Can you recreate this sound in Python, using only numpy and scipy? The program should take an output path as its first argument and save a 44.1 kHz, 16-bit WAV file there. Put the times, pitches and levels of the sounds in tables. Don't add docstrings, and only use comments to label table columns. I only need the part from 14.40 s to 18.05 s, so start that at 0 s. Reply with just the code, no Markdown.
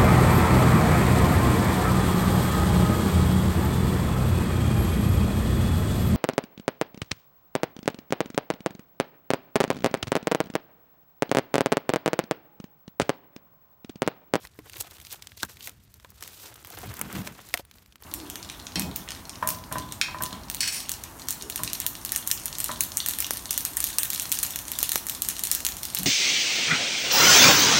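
import sys
import numpy as np
from scipy import signal
from scipy.fft import rfft, irfft
from scipy.io import wavfile
from scipy.ndimage import uniform_filter1d

SR = 44100
rng = np.random.default_rng(int(sys.argv[2]) if len(sys.argv) > 2 else 0)


def generate_wav(signal):
    frames = np.transpose(np.atleast_2d(signal))
    scaled = np.clip(frames, -1, 1) * 32767
    pcm = np.round(scaled).astype(np.int16)
    wavfile.write(sys.argv[1], SR, pcm)


N = 160965

# t/s, level of the film/dB, level of the card against the film/dB
PEEL_LEVELS = [(0.0, -59, -4), (0.033, -48, -6.5), (0.076, -67, 0), (0.225, -64, -4.5), (0.259, -57, 0),
               (0.348, -55.5, -9.5), (0.365, -44, -0.5), (0.396, -48, -15.5), (0.408, -26.5, -16.5),
               (0.42, -43, -14), (0.436, -52, 2.5), (0.507, -55, -1), (0.687, -53, -12.5),
               (0.728, -37, -12.5), (0.776, -60.5, 0.5), (0.962, -60.5, -6), (1.005, -44.5, -17.5),
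               (1.032, -45, 8.5), (1.075, -59, -1), (1.1, -47.5, -8), (1.182, -63.5, -8), (1.21, -47, -6.5),
               (1.254, -42.5, -22), (1.29, -48.5, -3.5), (1.337, -67, -12), (1.659, -64, -3.5),
               (1.757, -62.5, -6.5), (1.834, -48.5, -2.5), (1.95, -50.5, -9.5), (2.075, -44.5, -7.5),
               (2.118, -55.5, 2.5), (2.225, -55, -4), (2.386, -46.5, 0), (2.681, -52, 5), (2.775, -42, 3),
               (2.848, -52, 1), (2.873, -39, -1), (2.897, -56, 4.5), (3.143, -52, -7), (3.202, -47.5, 0),
               (3.233, -78, -4), (3.359, -59.5, -5.5), (3.588, -74.5, -5), (3.615, -57, -3.5),
               (3.65, -50.5, -1.5)]
# t/s, share of the full scatter
GLUE_UNEVENNESS = [(1.85, 0.85), (1.92, 0.21), (2.09, 0.44), (2.17, 1.1), (2.45, 0.69), (2.95, 0.63),
                   (3.1, 0.96)]
# f/Hz, relative level/dB
FILM_TONE = [(500, -29.5), (2500, 0.5), (4000, 3), (10300, -1.5), (13000, 3), (15600, 0.5), (16300, -60)]
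# f/Hz, relative level/dB
CARD_TONE = [(100, -48.5), (300, 12), (600, 8.5), (1400, 9), (2300, 4), (3500, 0), (6000, -47)]
# t/s, ring level/dB, ring f/Hz, treble level/dB
FILM_SNAPS = [(0.0507, -35, 2430, -66), (0.072, -41.5, 3730, -49), (0.1896, -41, 1520, -48.5),
              (0.297, -37.5, 3160, -42), (0.3335, -36.5, 3600, -57), (0.3413, -40.5, 2210, -53),
              (0.3687, -36, 2920, -38), (0.382, -54, 4500, -38.5), (0.4221, -45, 4000, -36),
              (0.51, -41.5, 4730, -48), (0.568, -45.5, 3500, -65), (0.584, -45.5, 2500, -55),
              (0.6009, -41.5, 2960, -43), (0.65, -38.5, 4140, -61), (0.6688, -37.5, 3540, -53),
              (0.823, -34.5, 3750, -51), (0.871, -33.5, 4000, -68), (0.9194, -41.5, 2530, -62),
              (0.9748, -39.5, 4200, -64), (1.0268, -35, 4000, -46), (1.0315, -20, 4200, -35),
              (1.0493, -39, 2690, -34.5), (1.17, -42, 2770, -61), (1.2075, -37, 3460, -54),
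              (1.2734, -32, 3000, -30.5), (1.294, -39, 3030, -36.5), (1.5411, -48.5, 4490, -44),
              (1.5993, -47, 1870, -68), (1.6469, -41, 1400, -56), (1.7039, -53, 3220, -43),
              (1.8082, -42.5, 3980, -45), (1.8253, -32, 3760, -37), (1.8376, -34.5, 3900, -49),
              (1.877, -37.5, 2950, -35.5), (2.141, -51, 4500, -42.5), (2.248, -37, 2240, -42),
              (2.2721, -43, 2960, -38), (2.3026, -45, 4000, -36.5), (2.3873, -39, 2100, -35.5),
              (2.4165, -41, 3500, -42), (2.54, -49, 2520, -34), (2.5687, -44, 2160, -35.5),
              (2.593, -38, 1930, -30), (2.6133, -23, 1700, -19.5), (2.728, -40, 2120, -32.5),
              (2.7555, -33.5, 2900, -45), (2.874, -26.5, 2200, -39), (3.003, -44, 2170, -64),
              (3.0886, -51, 4400, -40.5), (3.14, -17, 3500, -21.5), (3.1744, -28, 2300, -36),
              (3.198, -39, 1037, -43), (3.251, -49.5, 2900, -48), (3.3124, -42.5, 2640, -52),
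              (3.3841, -48, 2830, -68), (3.4609, -50, 4120, -60), (3.524, -47, 2970, -69),
              (3.5574, -41, 2210, -45.5)]
# f/Hz, relative level/dB, t60/s
BOX_MODES = [(94.7, -9, 0.038), (203.6, -2, 0.11), (245.3, -3, 0.085), (302.3, -1.5, 0.061),
             (418, -5, 0.042), (570, -9.5, 0.027), (704, -1, 0.028), (1050, 3, 0.012), (1558, -0.5, 0.026),
             (1955, 5, 0.011)]
# t/s, peak level/dB, pitch f/Hz
BOX_KNOCKS = [(.189, -32.5, 346), (.19, -40.5, 1020), (0.448, -42, 700), (1.0315, -17, 1440),
              (1.033, -28, 279.5), (1.274, -30.5, 2000), (1.276, -38, 740), (1.647, -36.5, 1195),
              (2.071, -45, 500), (2.307, -39, 780), (2.435, -30, 597), (2.616, -31, 244), (2.757, -30, 202),
              (2.872, -29.5, 536), (3.1401, -14.5, 2160), (3.142, -21, 880), (3.196, -30.5, 580)]
# t/s, scrape level/dB, deep rumble level/dB
BOX_SCRAPE = [(2.2, -69, -56.5), (2.34, -64, -60), (2.365, -62, -40), (2.43, -53, -51),
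              (2.47, -48.5, -40.5), (2.53, -46.5, -38.5), (2.556, -54, -56), (2.62, -42, -59),
              (2.68, -41.5, -53), (2.7, -50, -68), (2.77, -34, -53), (2.82, -41, -45), (2.92, -45.5, -64),
              (3.06, -65, -62)]
THUMP_TIMES = [0.041, 0.212, 0.32, .4, .585, .799, 1.05, 1.474, 1.611, 1.744, 3.081, 3.225, 3.357, 3.478,
               3.601]
# f/Hz, relative level/dB
AIR_TONE = [(18, -71), (30, 6.5), (134, -1.5), (600, -14.5), (1670, -13), (12300, -31), (16000, -46)]

SLIPS_PER_S, SLIP_SPREAD_DB, SLIP_T60_S = 3500, 3.0, 0.0017
CLUSTERS_PER_S, CLUSTER_DB = 120, 3.5
TICKS_PER_S, TICK_DB, TICK_SPREAD_DB, TICK_T60_S = 220, 7, 2.5, 0.0064
SNAP_WIDTH, SNAP_TREBLE_HZ = 0.98, 4800
SNAP_SPREAD_DB, SNAP_T60_S, SNAP_LEAD_DB, SNAP_LEAD_S = 4, 0.02, 7, 0.0004
KNOCK_REACH_OCT, KNOCK_SCATTER_DB = 0.36, 4
RATTLE_DB, RATTLE_T60_S = -36, 0.04
THUMP_DB, THUMP_HZ, THUMP_RISE_S, THUMP_SCATTER = -45.5, 54.4, 0.0074, 0.025
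AIR_DB = -68
LOW_EDGE_HZ, HIGH_EDGE_HZ = 62.3, 16700


def undb(db):
    return 10 ** (np.asarray(db) / 20)


def unit(x):
    return x / np.sqrt(np.mean(x ** 2))


def curve(table, column):
    table = np.array(table)
    return np.interp(np.arange(N) / SR, table[:, 0], table[:, column])


def colour(x, points):
    hz, db = np.array(points).T
    grid_hz = np.fft.rfftfreq(4096, 1 / SR)
    log_gain = np.interp(np.log(grid_hz + 1), np.log(hz), db) * np.log(10) / 20
    cepstrum = irfft(log_gain)
    cepstrum[1:2048] *= 2
    cepstrum[2049:] = 0
    response = irfft(np.exp(rfft(cepstrum)))
    return signal.fftconvolve(x, response)[:len(x)]


def walk(rate):
    hold = int(SR / rate)
    steps = np.repeat(rng.standard_normal(N // hold + 1), hold)
    return uniform_filter1d(steps, hold // 2 + 1)[:N]


def add(out, x, s):
    i = int(s * SR)
    out[i:i + len(x)] += x[:len(out) - i]


def ring(x, modes):
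    t = np.arange(SR // 2) / SR
    response = sum(undb(db) * np.sin(2 * np.pi * hz * t) * 1000.0 ** (-t / t60)
                   for hz, db, t60 in modes)
    return signal.fftconvolve(x, response)[:len(x)]


def decay_power(clicks, t60):
    fall = 1e6 ** (-np.arange(900) / SR / t60)
    return signal.fftconvolve(clicks ** 2, fall)[:N]


def slips(cluster_db, ticks):
    when, size, tick_share = rng.random((3, N))
    uneven = curve(GLUE_UNEVENNESS, 1)
    clicks = (when < SLIPS_PER_S / SR) * undb(-SLIP_SPREAD_DB * uneven * np.log(size))
    power = decay_power(clicks, SLIP_T60_S) * undb(2 * cluster_db * uneven)
    power = power + decay_power(ticks * uneven * tick_share, TICK_T60_S)
    power = np.abs(power / uniform_filter1d(power, size=SR // 10))
    return np.sqrt(power) * rng.standard_normal(N)


def peel():
    film_db = curve(PEEL_LEVELS, 1)
    card_db = film_db + curve(PEEL_LEVELS, 2)
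    cluster_db = CLUSTER_DB * walk(CLUSTERS_PER_S)
    when, size = rng.random((2, N))
    ticks = (when < TICKS_PER_S / SR) * undb(TICK_DB - TICK_SPREAD_DB * np.log(size))
    film = np.zeros(N)
    for band_hz in (2000, 5500), (5500, 10000), (10000, 18000):
        patch = signal.butter(1, band_hz, "band", fs=SR, output="sos")
        film += signal.sosfilt(patch, slips(cluster_db + 4.9 * walk(90), ticks))
    card = colour(slips(cluster_db + 4.2 * walk(60), ticks / 2), CARD_TONE)
    return unit(colour(film, FILM_TONE)) * undb(film_db) + unit(card) * undb(card_db)


def level_head(x):
    return x / np.sqrt(2 * np.mean(x[:130] ** 2))


def snaps():
    out = np.zeros(N)
    t = np.arange(2200) / SR
    treble = signal.butter(2, (SNAP_TREBLE_HZ, 16000), "band", fs=SR, output="sos")
    lead = 1 + undb(SNAP_LEAD_DB) * np.exp(-t / SNAP_LEAD_S)
    envelope = lead * 1000.0 ** (-t / SNAP_T60_S)
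    for s, ring_db, hz, treble_db in FILM_SNAPS:
        noise, rough = rng.standard_normal((2, len(t)))
        flicker_db = SNAP_SPREAD_DB * uniform_filter1d(rough, size=9) * 3
        burst = noise * envelope * undb(flicker_db)
        body = signal.lfilter(*signal.iirpeak(hz, 1 / SNAP_WIDTH, SR), burst)
        tick = signal.sosfilt(treble, burst)
        add(out, level_head(body) * undb(ring_db) + level_head(tick) * undb(treble_db), s)
    return out


def knocks():
    out = np.zeros(N)
    t = np.arange(SR // 4) / SR
    for s, peak_db, near_hz in BOX_KNOCKS:
        modes = []
        for hz, mode_db, t60 in BOX_MODES[1:]:
            off_pitch_db = 10 * (np.log2(hz / near_hz) / KNOCK_REACH_OCT) ** 2
            scatter_db = KNOCK_SCATTER_DB * rng.standard_normal()
            modes.append((hz, mode_db + scatter_db - off_pitch_db, t60))
        rattle = rng.standard_normal(len(t)) ** 3 * undb(RATTLE_DB) * 1000.0 ** (-t / RATTLE_T60_S)
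        knock = ring(signal.unit_impulse(len(t)) + rattle, modes)
        add(out, knock / np.abs(knock).max() * undb(peak_db), s)
    return out


def scrape():
    noise = rng.standard_normal((2, N))
    grit = signal.lfilter([1], [1, -0.97], noise) * undb(3.74 * walk(60))
    upper = unit(ring(grit[0], BOX_MODES[1:])) * undb(curve(BOX_SCRAPE, 1))
    deep = unit(ring(grit[1], BOX_MODES[:1])) * undb(curve(BOX_SCRAPE, 2))
    return upper + deep


def thumps():
    out = np.zeros(N)
    t = np.arange(SR // 4) / SR
    envelope = t / THUMP_RISE_S * np.exp(1 - t / THUMP_RISE_S)
    for s in THUMP_TIMES:
        hz = THUMP_HZ * (1 + THUMP_SCATTER * rng.standard_normal())
        add(out, undb(THUMP_DB) * envelope * np.sin(2 * np.pi * hz * t), s)
    return out


def air():
    return unit(colour(rng.standard_normal(N), AIR_TONE)) * undb(AIR_DB + 4.5 * walk(5.14))


def scene():
    return (peel() + snaps() + knocks() + scrape() + thumps() + air())[None]


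def record(dry):
    high_pass = signal.butter(3, LOW_EDGE_HZ, "high", fs=SR, output="sos")
    low_pass = signal.ellip(10, 0.2, 75, HIGH_EDGE_HZ, fs=SR, output="sos")
    return signal.sosfilt(low_pass, signal.sosfilt(high_pass, dry))


dry = scene()
out = record(dry)
generate_wav(out)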